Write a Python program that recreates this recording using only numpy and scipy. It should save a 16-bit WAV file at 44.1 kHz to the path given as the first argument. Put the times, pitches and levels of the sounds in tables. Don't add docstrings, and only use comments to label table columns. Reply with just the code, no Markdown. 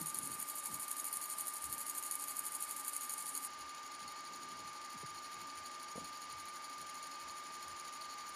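import sys
import numpy as np
from scipy import signal
from scipy.fft import rfft, irfft, next_fast_len
from scipy.io import wavfile
from scipy.ndimage import uniform_filter1d

SR = 44100
rng = np.random.default_rng(int(sys.argv[2]) if len(sys.argv) > 2 else 0)


def log_audio(samples):
    frames = np.atleast_2d(samples).T
    limited = np.clip(frames, -1, 1)
    pcm = np.round(limited * 32767).astype(np.int16)
    wavfile.write(sys.argv[1], SR, pcm)


N = 368235
MOTOR_HZ, WHEEL_HZ, REEL_HZ = 24.958, 23.39, 12.203
ROUND_TURNS = 23


# (position [share of a turn], pressure [dB])
REEL_WOBBLE = [(0, 7), (.12, 12), (.18, 11.5), (.25, 3), (.32, 9.5), (.42, -5.5), (.61, -1.5), (.69, -0.5),
               (.76, 7.5), (.89, 7)]
# (position [share of a turn], pressure [dB])
WHEEL_SPOTS = [(0, 9), (.06, 2.5), (.18, -2), (.23, 12.5), (.3, -22), (.345, -20), (.38, 11), (.44, 4.5),
               (.55, -3.5), (.63, 8.5), (.68, 9.5), (.72, 3.5), (.92, 3)]
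# (time [s], relative level [dB])
DULL_LEVELS = [(0, -64), (3.4, -59.5), (3.7, -60.5), (6, -59.5), (8.35, -59.5)]
# (frequency [Hz], gain [dB])
DULL_TONE = [(2500, -35), (4400, -4.5), (5400, -34), (6350, -9), (6650, -5.5), (7200, -8.5), (8100, -22),
             (8700, -16.5), (9450, -1.5), (10050, -4), (10550, -16), (12850, -14.5), (13200, -10.5),
             (13750, -13), (14250, -18), (14600, -38)]
SIZZLE_TONE = [(4000, -56), (5600, -38), (6300, -14), (6600, -12), (7500, -4), (8550, -4.5), (9000, -5),
               (9450, 3.5), (10100, 0.5), (10600, -1.5), (11500, -2), (12000, -0.5), (12850, -10),
               (13200, -8), (13750, -8), (14200, -12), (14700, -50), (15600, -46)]
TICK_TONE = [(5000, -21), (6300, -13), (6700, -5.5), (8400, -21), (9400, 7), (10100, 4), (10900, -1),
             (12000, 4), (12800, -6), (13700, -1.5), (14600, -30), (15600, -31)]
# (pitch [Hz], width [Hz], boost [dB])
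SHELL_RINGS = [(6715, 184, 11), (7240, 130, 4.5), (9030, 230, 4), (9460, 270, 4.5), (9620, 110, -1),
               (10200, 150, 0.5), (10560, 160, -3), (11200, 130, 5), (11340, 210, -9), (12750, 250, -2),
               (13170, 250, 0.5)]
CABINET_RINGS = [(123, 26, -7.5), (254, 16, 1.5), (288, 25, 4.5), (354, 32, 1.5), (800, 16, -2),
                 (830, 40, 1.5), (1393, 72, -5), (1530, 120, 1), (1988, 56, -7), (2070, 43, 4),
                 (2173, 40, 3), (2337, 27, 6), (2414, 85, -10.5), (2506, 51, 6), (2680, 67, -7),
                 (2930, 69, 1.5), (3140, 53, 4), (3244, 52, -5), (3336, 64, 4), (3550, 82, -5),
                 (3850, 70, -3.5), (4960, 46, 0), (5710, 110, -4), (6150, 73, 2)]

def scrape(bright_db=-47.5, bright_until_s=3.478, slips_per_s=1200, slip_s=0.0032, contrast=0.79):
    pressure = (per_turn(REEL_WOBBLE, REEL_HZ) * per_turn(WHEEL_SPOTS, WHEEL_HZ)) ** contrast
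    slips = (rng.random(N) < slips_per_s / SR) * SR / slips_per_s
    decay = np.exp(-1 / (slip_s * SR))
    slipping = signal.lfilter([1 - decay], [1, -decay], slips * pressure ** 2)
    friction = unit(np.sqrt(0.56 * pressure ** 2 + slipping))
    caught = catches()
    grain = np.sign(rng.standard_normal((3, N)))
    dull = colour((friction + 0.65 * caught) * grain[0], DULL_TONE, SHELL_RINGS + CABINET_RINGS)
    dull *= amp(np.interp(seconds(), *np.transpose(DULL_LEVELS)) + 0.5)
    sizzle = colour(friction * grain[1], SIZZLE_TONE, SHELL_RINGS)
    ticks = colour(caught * grain[2], TICK_TONE, SHELL_RINGS) * rms(caught)
    sudden_stop = np.clip((bright_until_s - seconds()) / 0.0058, 0, 1)
    bright = (sizzle + ticks) * amp(bright_db) * sudden_stop
    return enclosure(moving_contact(dull + bright))


# (time into the round [s], strength [dB])
REEL_CATCHES = [(0.014, 13.5), (0.0588, 9), (0.069, 9), (0.082, 6), (0.099, 7), (0.144, 12.5),
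                (0.1544, 9.5), (0.1862, 12.5), (0.2295, 5), (0.272, 8), (0.316, 9.5), (0.4002, 11.5),
                (0.425, 14.5), (0.4864, 8), (0.4974, 10.5), (0.5536, 6.5), (0.6384, 3), (0.657, 13.5),
                (0.7425, 13.5), (0.7966, 8), (0.8802, 7), (0.913, 13.5), (0.966, 6)]

def catches(hold_s=0.0027):
    return in_each_round(REEL_CATCHES, hold_s, sharp_start=True)


# (pitch [Hz], width [Hz])
CONTACT_RINGS = [(9100, 390), (10100, 320), (12000, 350), (13300, 450)]

def moving_contact(sound, swing_db=3, swing_hz=30):
    out = sound
    for hz, width in CONTACT_RINGS:
        band = signal.butter(1, [hz - width / 2, hz + width / 2], "band", fs=SR, output="sos")
        gain = amp(swing_db * np.clip(wander(swing_hz), -2, 2))
        out = out + signal.sosfilt(band, sound) * (gain - 1)
    return out


def enclosure(sound, echo_db=-12, fade_s=0.074):
    age = np.arange(SR // 4) / SR
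    echoes = rng.standard_normal(len(age)) * die_away(age, fade_s)
    response = echoes * amp(echo_db) / np.linalg.norm(echoes)
    response[0] = 1
    return signal.fftconvolve(sound, response)[:N] / np.linalg.norm(response)


def motor_whine(level_db=-51.5, rise_db=1.5, flutter=0.45, throb=0.051, drift=0.054):
    turn = 2 * np.pi * MOTOR_HZ * seconds()
    phase = 48 * turn + flutter * np.sin(turn) + drift * wander(5.8)
    tone = np.sin(phase) * (1 + throb * np.cos(turn))
    return unit(tone) * amp(level_db + rise(rise_db))


# (frequency [Hz], gain [dB])
WHIR_TONE = [(30, -28), (60, -20), (130, -4.5), (270, -3.5), (430, -4.5), (770, -1), (850, 4), (1060, 2),
             (1220, 6), (1400, 3), (2250, .5), (2420, -2), (3500, -6), (4600, -3.5), (6400, -7.5),
             (8100, -16), (14000, -72)]

def whir(level_db=-55.5, rise_db=1, repeat=0.37):
    repeating = np.resize(rng.standard_normal(int(2 * SR / WHEEL_HZ)), N)
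    roughness = rng.standard_normal(N) + repeat * repeating
    return colour(roughness, WHIR_TONE, CABINET_RINGS) * amp(level_db + rise(rise_db))


# (position [share of a turn], load [dB])
DECK_LOAD = [(.1, -3), (.26, 1), (.3, 0), (.39, -3), (.45, 2.5), (.49, -3.5), (.53, 4.5), (.58, -1.5),
             (.69, 4), (.75, -2.5), (.97, -5)]
# (frequency [Hz], gain [dB])
CHATTER_TONE = [(1500, -24), (2200, -5), (2500, -6), (3800, -8), (4250, -5), (4750, -5), (5400, -6),
                (6400, -14), (6700, -5.5), (7150, 1.5), (7700, -39)]
# (pitch [Hz], width [Hz], boost [dB])
DECK_RINGS = [(4330, 150, 9), (4400, 48, -9), (4640, 106, 9.5), (4860, 71, 0), (5600, 55, 6),
              (5950, 90, 12)]

def deck_chatter(level_db=-59.5, rise_db=2, follow=0.46):
    pressure = unit(per_turn(REEL_WOBBLE, REEL_HZ) ** follow * per_turn(DECK_LOAD, WHEEL_HZ))
    shaking = colour(pressure * rng.standard_normal(N), CHATTER_TONE, CABINET_RINGS + DECK_RINGS)
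    return shaking * amp(level_db + rise(rise_db))


# (pitch [times the wheel's turning rate], relative level [dB])
GEAR_TONES = [(11, -78), (12, -73.5), (15, -76.5), (16, -81), (24, -78), (27, -79), (27.5, -80), (35, -74),
              (35.5, -76), (36, -76), (36.5, -79), (38, -75), (39, -72), (39.5, -78), (43, -78), (47, -78),
              (48, -72), (80, -78), (95, -77), (96, -73), (120, -76.5), (160, -77), (160.5, -81),
              (239, -79)]

def gear_hum(drift=0.63, roughness=0.47, waver_db=1.4):
    out = np.zeros(N)
    for multiple, db in GEAR_TONES:
        phase = 2 * np.pi * (multiple * WHEEL_HZ * seconds() + rng.random()) + drift * wander(4)
        rattle = unit(1 + roughness * wander(45))
        out += np.sqrt(2) * np.sin(phase) * rattle * amp(db + 0.1 + waver_db * wander(9))
    return out


# (time into the round [s], relative level [dB])
LOAD_PEAKS = [(.15, -54.5), (.236, -59), (.262, -56), (.33, -57), (.408, -57.5), (.742, -59.5),
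              (.975, -59.5)]
# (frequency [Hz], gain [dB])
CHIRP_TONE = [(3700, -31), (4250, -1), (4700, -3), (5300, -34.5)]

def deck_chirps(gain_db=-2, width_s=0.0075, scatter_db=2, rise_db=4):
    strength = amp(gain_db + scatter_db * wander(8) + rise(rise_db))
    force = in_each_round(LOAD_PEAKS, width_s) * strength
    return colour(force * rng.standard_normal(N), CHIRP_TONE, DECK_RINGS) * rms(force)


# (time [s], strength [dB], pitch [times the casing's own])
FINGER_KNOCKS = [(5.955, -37, 0.85), (5.977, -33, 0.97), (6.014, -53, 1)]
# (pitch [Hz], relative level [dB], time to fade by 60 dB [s])
CASING_NOTES = [(227, 3.5, 0.025), (536, 5, 0.024), (686, -1.5, .025), (880, -7, 0.03)]

def knocks(attack_s=0.0037):
    out, age = np.zeros(N), np.arange(SR // 10) / SR
    soft_start = 1 - np.exp(-age / attack_s)
    for time_s, db, pitch in FINGER_KNOCKS:
        ring = sum(amp(note_db) * np.sin(2 * np.pi * hz * pitch * age) * die_away(age, fade_s)
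                   for hz, note_db, fade_s in CASING_NOTES)
        start = int(time_s * SR)
        out[start:start + len(age)] += amp(db) * ring * soft_start
    return out


# (time [s], level [dB], first pitch [Hz], last pitch [Hz], length [s])
FINGER_BUMPS = [(.002, -52, 164, 151, 0.11), (.675, -55, 326, 71, .08), (1.633, -60, 72, 62, 0.086),
                (4.941, -53.5, 328, 96, 0.038), (5.03, -50.5, 457, 302, 0.01),
                (5.034, -48, 180, 107, 0.026)]

def bumps():
    out = np.zeros(N)
    for time_s, db, first_hz, last_hz, length_s in FINGER_BUMPS:
        progress = np.linspace(0, 1, int(length_s * SR))
        phase = 2 * np.pi * np.cumsum(first_hz * (last_hz / first_hz) ** progress) / SR
        swell = np.sin(np.pi * np.sqrt(progress))
        start = int(time_s * SR)
        out[start:start + len(progress)] += amp(db) * swell * np.sin(phase)
    return out


# (middle time [s], level [dB], half length [s], low edge [Hz], high edge [Hz])
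GRIP_SHIFTS = [(.01, -51.5, 0.025, 119, 310), (0.276, -57.5, 0.1, 110, 312), (0.74, -59.5, 0.055, 110, 340),
               (1.72, -62.5, 0.042, 60, 330), (3.618, -72, 0.037, 45, 103), (4.046, -61.5, 0.022, 90, 261),
               (4.42, -64.5, 0.15, 152, 400), (4.602, -66, 0.091, 54.5, 280),
               (5.086, -69, 0.076, 55.7, 140), (5.41, -64.5, 0.049, 79, 348), (5.606, -70, 0.032, 50, 130),
               (6.012, -56, 0.032, 50, 305), (6.36, -67, 0.055, 49.5, 127), (6.83, -69, 0.05, 70.5, 255),
               (7.272, -66, 0.034, 44.5, 95), (7.71, -67, .038, 48.3, 130)]

def grip_rustle():
    t, out = seconds(), np.zeros(N)
    for middle_s, db, half_s, low_hz, high_hz in GRIP_SHIFTS:
        band = signal.butter(2, [low_hz, max(high_hz, 2 * low_hz)], "band", fs=SR, output="sos")
        rustle = unit(signal.sosfilt(band, rng.standard_normal(N)))
        out += amp(db) * bell(t - middle_s, half_s) * rustle
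    return out


# (frequency [Hz], gain [dB])
FIDGET_TONE = [(30, -16), (65, 1), (120, -13), (250, -14), (500, -44)]

def fidget(level_db=-83.5, rise_db=6):
    growth = unit(amp(rise(rise_db)))
    return colour(rng.standard_normal(N), FIDGET_TONE) * growth * amp(level_db)


def amp(db):
    return 10 ** (np.asarray(db) / 20)


def seconds():
    return np.arange(N) / SR


def rms(sound):
    return np.sqrt(np.mean(sound ** 2))


def unit(sound):
    return sound / rms(sound)


def rise(total_db):
    return total_db * np.linspace(-.5, .5, N)


def bell(offset_s, width_s):
    return np.exp(-(offset_s / width_s) ** 2 / 2)


def die_away(age, fade_s):
    return np.exp(-np.log(1000) * age / fade_s)


def wander(rate_hz):
    hold = int(SR / rate_hz)
    steps = np.repeat(rng.standard_normal(N // hold + 1), hold)
    return unit(uniform_filter1d(uniform_filter1d(steps, hold), hold)[:N])


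def colour(sound, tone, rings=()):
    size = 2 * next_fast_len(N // 2 + SR // 10)
    freqs = np.maximum(np.fft.rfftfreq(size, 1 / SR), 1)
    hz, db = np.transpose(tone)
    gain_db = np.interp(np.log(freqs), np.log(hz), db)
    for pitch, width, boost in rings:
        gain_db += boost / (1 + (2 * (freqs - pitch) / width) ** 2)
    cepstrum = irfft(np.log(amp(gain_db)))[:size // 2]
    response = np.exp(2 * rfft(cepstrum, size))
    return unit(irfft(rfft(sound, size) * response)[:N])


def per_turn(pattern, turn_hz):
    return amp(np.interp(seconds() * turn_hz, *np.transpose(pattern), period=1))


def in_each_round(swells, width_s, sharp_start=False):
    t, round_s, out = seconds(), ROUND_TURNS / WHEEL_HZ, np.zeros(N)
    lead_s = 0 if sharp_start else round_s / 2
    for time_s, db in swells:
        age = (t - time_s + lead_s) % round_s - lead_s
        out += amp(db) * bell(age, width_s)
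    return out


def scene():
    machine = scrape() + motor_whine() + whir() + deck_chatter() + gear_hum() + deck_chirps()
    hand = knocks() + bumps() + grip_rustle() + fidget()
    return (machine + hand)[None]


def record(dry, low_cut_hz=52, high_cut_hz=15700):
    thin = signal.sosfilt(signal.butter(4, low_cut_hz, "high", fs=SR, output="sos"), dry)
    return signal.sosfilt(signal.ellip(8, .2, 70, high_cut_hz, fs=SR, output="sos"), thin)


dry = scene()
out = record(dry)
log_audio(out)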